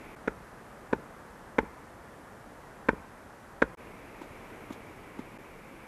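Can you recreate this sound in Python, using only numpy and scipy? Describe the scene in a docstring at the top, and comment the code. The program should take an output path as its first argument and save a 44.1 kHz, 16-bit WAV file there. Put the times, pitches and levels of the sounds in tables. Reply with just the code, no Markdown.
"""An open valley rushes steadily under a thin hiss. A flat stone drives a wooden stake into the
grassy hillside: five dry knocks, three with a small rebound. Each blow rings the wood and shoves
the stake into the turf, which thuds; the slope returns a short echo and a faint wash.
Then, further off, the stone gives a thinner stake three light, gritty taps as a soft gust passes."""
import sys
import numpy as np
from scipy import signal
from scipy.fft import rfft, irfft
from scipy.io import wavfile
from scipy.ndimage import uniform_filter1d

SR = 44100
rng = np.random.default_rng(int(sys.argv[2]) if len(sys.argv) > 2 else 0)


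def generate_wav(sig):
    """Save sig (samples, or channels by samples) to the path in sys.argv[1] as 16-bit PCM at SR."""
    pcm = np.round(np.clip(np.atleast_2d(sig).T, -1, 1) * 32767).astype(np.int16)
    wavfile.write(sys.argv[1], SR, pcm)


N = 258864
TIME = np.arange(N) / SR
HIT_TIME = TIME[:SR // 5]  # the time axis of a single hit


def undb(db):
    """Decibels to gain."""
    return 10 ** (np.asarray(db) / 20)


def add(out, start_s, sound):
    """Mix a sound in at its start time."""
    i = int(start_s * SR)
    out[i:i + len(sound)] += sound[:N - i]


def decay(t, t60):
    """Exponential decay, 60 dB down after t60."""
    return np.exp(-np.log(1000) * t / t60)


def noise(spectrum, size, shelf_hz=12600, shelf_db=-10):
    """Noise of unit rms, shaped by an EQ curve and a high shelf."""
    hz, db = np.transpose(spectrum)
    f = np.maximum(np.fft.rfftfreq(size, 1 / SR), 1)
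    eq_db = np.interp(np.log(f), np.log(hz), db) + shelf_db * (f > shelf_hz)
    x = irfft(rfft(rng.standard_normal(size)) * undb(eq_db), size)
    return x / x.std()


def wander(rate_hz):
    """Slow, smooth random modulation of unit spread."""
    hold = int(SR / rate_hz)
    steps = np.repeat(rng.standard_normal(N // hold + 1), hold)
    x = uniform_filter1d(uniform_filter1d(steps, hold), hold)[:N]
    return x / x.std()


# air bed by the thick stake: (frequency [Hz], level [dB])
NEAR_AIR_EQ = [(15, -47), (25, -6.5), (53, -1.5), (92, -3.5), (221, -3), (392, -5.5), (424, -5), (550, -5),
               (713, -5.5), (1260, -8), (1810, -11.5), (2180, -18), (2820, -24.5), (3960, -29.5),
               (12400, -31.5), (16100, -39), (22000, -120)]
# air bed away from it: (frequency [Hz], level [dB])
FAR_AIR_EQ = [(15, -32), (25, -1.5), (54, -5.5), (150, -3.5), (400, -3), (750, -8), (900, -7),
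              (1800, -13.5), (2300, -11), (2600, -16.5), (3050, -23.5), (4200, -30.5), (9000, -33),
              (12400, -30.5), (16000, -40)]
def valley(near_db=-49, far_db=-47.5, slacken_db_per_s=0.2862, gust_s=4.49, gust_width_s=0.36, gust_db=2):
    """The valley's rush rides a slackening breeze with one soft gust; the hiss follows more gently."""
    near = (TIME > .152) & (TIME < 3.76)
    air = np.where(near, undb(near_db) * noise(NEAR_AIR_EQ, N), undb(far_db) * noise(FAR_AIR_EQ, N))
    rush = signal.sosfiltfilt(signal.butter(2, 3000, fs=SR, output="sos"), air)
    hiss = air - rush
    gust = np.exp(-((TIME - gust_s) / gust_width_s) ** 2)
    breeze_db = 0.31 - slacken_db_per_s * TIME + gust_db * gust
    waver_db = 0.22 * wander(rate_hz=4.1)
    return rush * undb(breeze_db + waver_db) + hiss * undb(.6 * breeze_db - 0.23)


# tone of the outdoor reverb tails: (frequency [Hz], level [dB])
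TAIL_EQ = [(70, -56), (220, -4.5), (500, -2), (1000, 4.5), (1800, -5), (2600, 6.5), (5000, -32),
           (10000, -36)]
def hillside(x, echo_s=.0156, echo_db=-19, scatter_db=-24, scatter_t60=0.062,
             wash_db=-21.5, wash_t60=1.13):
    """Add a dull echo off the slope, scatter from the ground close by and a faint wash from the trees."""
    dull = signal.sosfilt(signal.butter(1, 700, fs=SR, output="sos"), x)
    out = x + undb(echo_db) * np.interp(TIME - echo_s, TIME, dull, left=0)
    t = TIME[:SR]
    attack = 1 - decay(t, 0.022)
    for db, t60 in ((scatter_db, scatter_t60), (wash_db, wash_t60)):
        tail = noise(TAIL_EQ, len(t)) * decay(t, t60) * attack
        midrange_gain = np.sqrt(np.mean(abs(rfft(tail)[200:2000]) ** 2))
        out = out + undb(db) * signal.fftconvolve(x, tail / midrange_gain)[:N]
    return out


# rumble of the shuddering turf: (frequency [Hz], level [dB])
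TURF_EQ = [(20, -11), (50, 0.5), (110, -6), (200, -1), (500, -30), (2000, -53)]
def turf(thud_hz=51, thud_db=-21.5, shudder_db=-30, lag_s=0.0053):
    """Each knock shoves the thick stake into the turf, which answers with a low thud and a shudder."""
    out = np.zeros(N)
    attack = 1 - decay(HIT_TIME, 0.053)
    thud = undb(thud_db) * np.sin(2 * np.pi * thud_hz * HIT_TIME) * decay(HIT_TIME, t60=0.2)
    for start_s, knock_db, *_ in KNOCK_CUES:
        shudder = undb(shudder_db) * noise(TURF_EQ, len(HIT_TIME)) * decay(HIT_TIME, t60=0.38)
        add(out, start_s + lag_s, undb(knock_db) * (thud + shudder) * attack)
    return out


# bright grit of stone on wood: (frequency [Hz], level [dB])
GRIT_EQ = [(1500, -12), (2700, 7), (3400, 14), (4300, 5), (5400, 2), (6800, 5), (8500, -3), (12000, -2)]
# slips on the thin stake: (time [s], level [dB], length [s])
SCRAPE_CUES = [(4.215, -60, .025), (4.720, -55.5, 0.024), (5.188, -65, .03)]
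def scrapes(grain_samples=60, grain_spread_db=3.2):
    """Grainy hiss as the stone slides a little on the stake's head."""
    out = np.zeros(N)
    size = len(HIT_TIME)
    for start_s, db, length_s in SCRAPE_CUES:
        grains = undb(grain_spread_db * np.repeat(rng.standard_normal(size), grain_samples)[:size])
        envelope = (1 - decay(HIT_TIME, 0.016)) * np.exp(-(HIT_TIME / length_s) ** 2)
        add(out, start_s, undb(db) * envelope * grains * noise(GRIT_EQ, size))
    return out


def strike(modes, contact_s, tuning=(1, 1), colour_db=(0, 0, 0), tilt_db_per_octave=0):
    """One push rings a stake: longer contact is duller; the landing spot tunes and weights the modes."""
    hz, db, t60 = np.transpose(modes)
    upper = hz > 775
    db = db + np.interp(hz, (520, 950, 1550, 2200), (0, *colour_db))
    db = db + 0.96 * rng.standard_normal(len(hz))
    db = db + tilt_db_per_octave * np.minimum(np.log2(hz / 1550), 0)  # thins the low end
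    tuned_hz = hz * np.where(upper, tuning[1], tuning[0])
    partials = np.cos(2 * np.pi * tuned_hz[:, None] * HIT_TIME) * decay(HIT_TIME, t60[:, None])
    # the low modes jump at once; the upper ones build up as the wave runs along the stake
    attack = 1 - upper[:, None] * np.exp(-HIT_TIME / 0.0014)
    ring = undb(db) @ (partials * attack)
    # the force swells and falls; the crushed wood of the head takes the treble
    push = HIT_TIME ** 2 * np.exp(-5 * HIT_TIME / contact_s)
    push = signal.sosfilt(signal.butter(4, 2700, fs=SR, output="sos"), push / push.sum())
    return signal.fftconvolve(ring, push)[:len(HIT_TIME)]


def blow(modes, crackle_eq, tuning, colour_db, *, touch_db, touch_s, touch_tilt, seat_s,
         face_db, contact_s, crackle_db, crackle_t60):
    """The stone's edge touches, light and thin; seat_s later its face lands. The wood crackles."""
    touch = undb(touch_db) * strike(modes, touch_s, tuning, colour_db, touch_tilt)
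    face = undb(face_db) * strike(modes, contact_s, tuning, colour_db)
    late_face = np.interp(HIT_TIME - seat_s, HIT_TIME, face, left=0)
    # the crackle holds while the stone seats, then dies
    attack = 1 - np.exp(-HIT_TIME / .0004)
    release = decay(np.maximum(HIT_TIME - seat_s, 0), crackle_t60)
    crackle = undb(crackle_db) * attack * release * noise(crackle_eq, len(HIT_TIME))
    return touch + late_face + crackle


# thin stake's modes, damped by hand and soil: (frequency [Hz], level [dB], t60 [s])
THIN_MODES = [(268, -2, 0.033), (306, -7.5, .034), (477, -15, 0.031), (940, -1, 0.013), (1430, -25, 0.011),
              (2190, -9, 0.028)]
# hits on it: (time [s], level [dB], contact [s], low-mode tuning [ratio], upper-mode tuning [ratio])
TAP_CUES = [(4.2150, -34, 0.00019, 1.1, 0.93), (4.7048, -28, 0.00042, 0.92, 1.04),
            (5.1895, -25.5, 0.0012, 0.92, 0.95)]
def taps():
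    """Light taps on the thin stake, each two quick contacts; the later taps land firmer and duller."""
    out = np.zeros(N)
    for start_s, db, contact_s, *tuning in TAP_CUES:
        tap = blow(THIN_MODES, GRIT_EQ, tuning, colour_db=(4, 0, 0),
                   touch_db=-30, touch_s=0.00021, touch_tilt=3.5, seat_s=0.00319,
                   face_db=db, contact_s=contact_s, crackle_db=-60, crackle_t60=0.076)
        add(out, start_s, tap)
    return out


# bounces on the thick stake: (time [s], level [dB], contact [s])
REBOUND_CUES = [(.986, -30.5, 0.0023), (1.632, -24, 0.0019), (2.9319, -22, 0.0016)]
def rebounds():
    """The stone drops back on the thick stake, a soft contact that wakes mainly the low modes."""
    out = np.zeros(N)
    for start_s, db, contact_s in REBOUND_CUES:
        add(out, start_s, undb(db) * strike(THICK_MODES, contact_s))
    return out


# thick stake's modes, damped by hand and soil: (frequency [Hz], level [dB], t60 [s])
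THICK_MODES = [(188, -31.5, 0.045), (236, -10.5, 0.039), (300, -3.5, .025), (413, -0.5, 0.031),
               (469, -23, 0.078), (948, -3, 0.023), (964, -10.5, 0.034), (1513, -12, 0.04),
               (1595, 1.6, 0.019), (1658, -5, 0.017), (1820, -4, 0.022), (2260, -1.5, 0.012),
               (2385, -6.5, .014)]
# crackle of its head: (frequency [Hz], level [dB])
CRACKLE_EQ = [(200, -19), (800, 4.5), (2300, 4), (2900, -3.5), (3700, -4), (4800, -17.5), (5700, -12.5),
              (8000, -19.5), (9500, -34), (12000, -44)]
# hits on it: (time [s], level [dB], crackle [dB], low-mode tuning [ratio], upper-mode tuning [ratio],
# colour at 950 Hz [dB], colour at 1550 Hz [dB], colour at 2200 Hz [dB])
KNOCK_CUES = [(0.2755, -17.5, -40.5, 1, 0.89, -8, 1, 2.5), (0.9284, -14.5, -40.5, 0.97, 0.919, 1, -3.2, -6),
              (1.5834, -12.5, -33.5, 1.032, 0.917, 3, -0.6, 6.5),
              (2.8861, -11.5, -35.5, 1.01, 0.96, 3.5, 4, 5),
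              (3.6194, -11.5, -31.5, 1.09, 0.96, -3.5, 6.3, 2.3)]
def knocks(first_seat_s=.00403, sooner_s_per_knock=.00009):
    """Full blows on the thick stake: each flattens its head, so the stone seats sooner on the next."""
    out = np.zeros(N)
    for count, (start_s, db, crackle_db, low_tuning, upper_tuning, *colour_db) in enumerate(KNOCK_CUES):
        seat_s = first_seat_s - sooner_s_per_knock * count
        knock = blow(THICK_MODES, CRACKLE_EQ, (low_tuning, upper_tuning), colour_db,
                     touch_db=db - 8, touch_s=0.00024, touch_tilt=0.5, seat_s=seat_s,
                     face_db=db, contact_s=0.00023, crackle_db=crackle_db, crackle_t60=0.04)
        add(out, start_s, knock)
    return out


def scene():
    """Mono mix: both stakes with the hillside's echo, over the turf's thuds and the valley bed."""
    stone_on_wood = knocks() + rebounds() + taps() + scrapes()
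    return (hillside(stone_on_wood) + turf() + valley())[None]


# brief dips in the whole mix: (time [s], length [s], level [dB])
DIP_CUES = [(.151, .011, -8), (3.7505, .0215, -45), (3.772, .012, -5), (5.377, .009, -13)]
def record(dry, top_hz=15300):
    """The level dips briefly a few times, and a steep low-pass cuts the top."""
    dip_db = sum(db * ((TIME >= start_s) & (TIME < start_s + length_s))
                 for start_s, length_s, db in DIP_CUES)
    gain = uniform_filter1d(undb(dip_db), size=60)
    return signal.sosfilt(signal.ellip(8, .2, 70, top_hz, fs=SR, output="sos"), dry * gain)


dry = scene()
out = record(dry)
generate_wav(out)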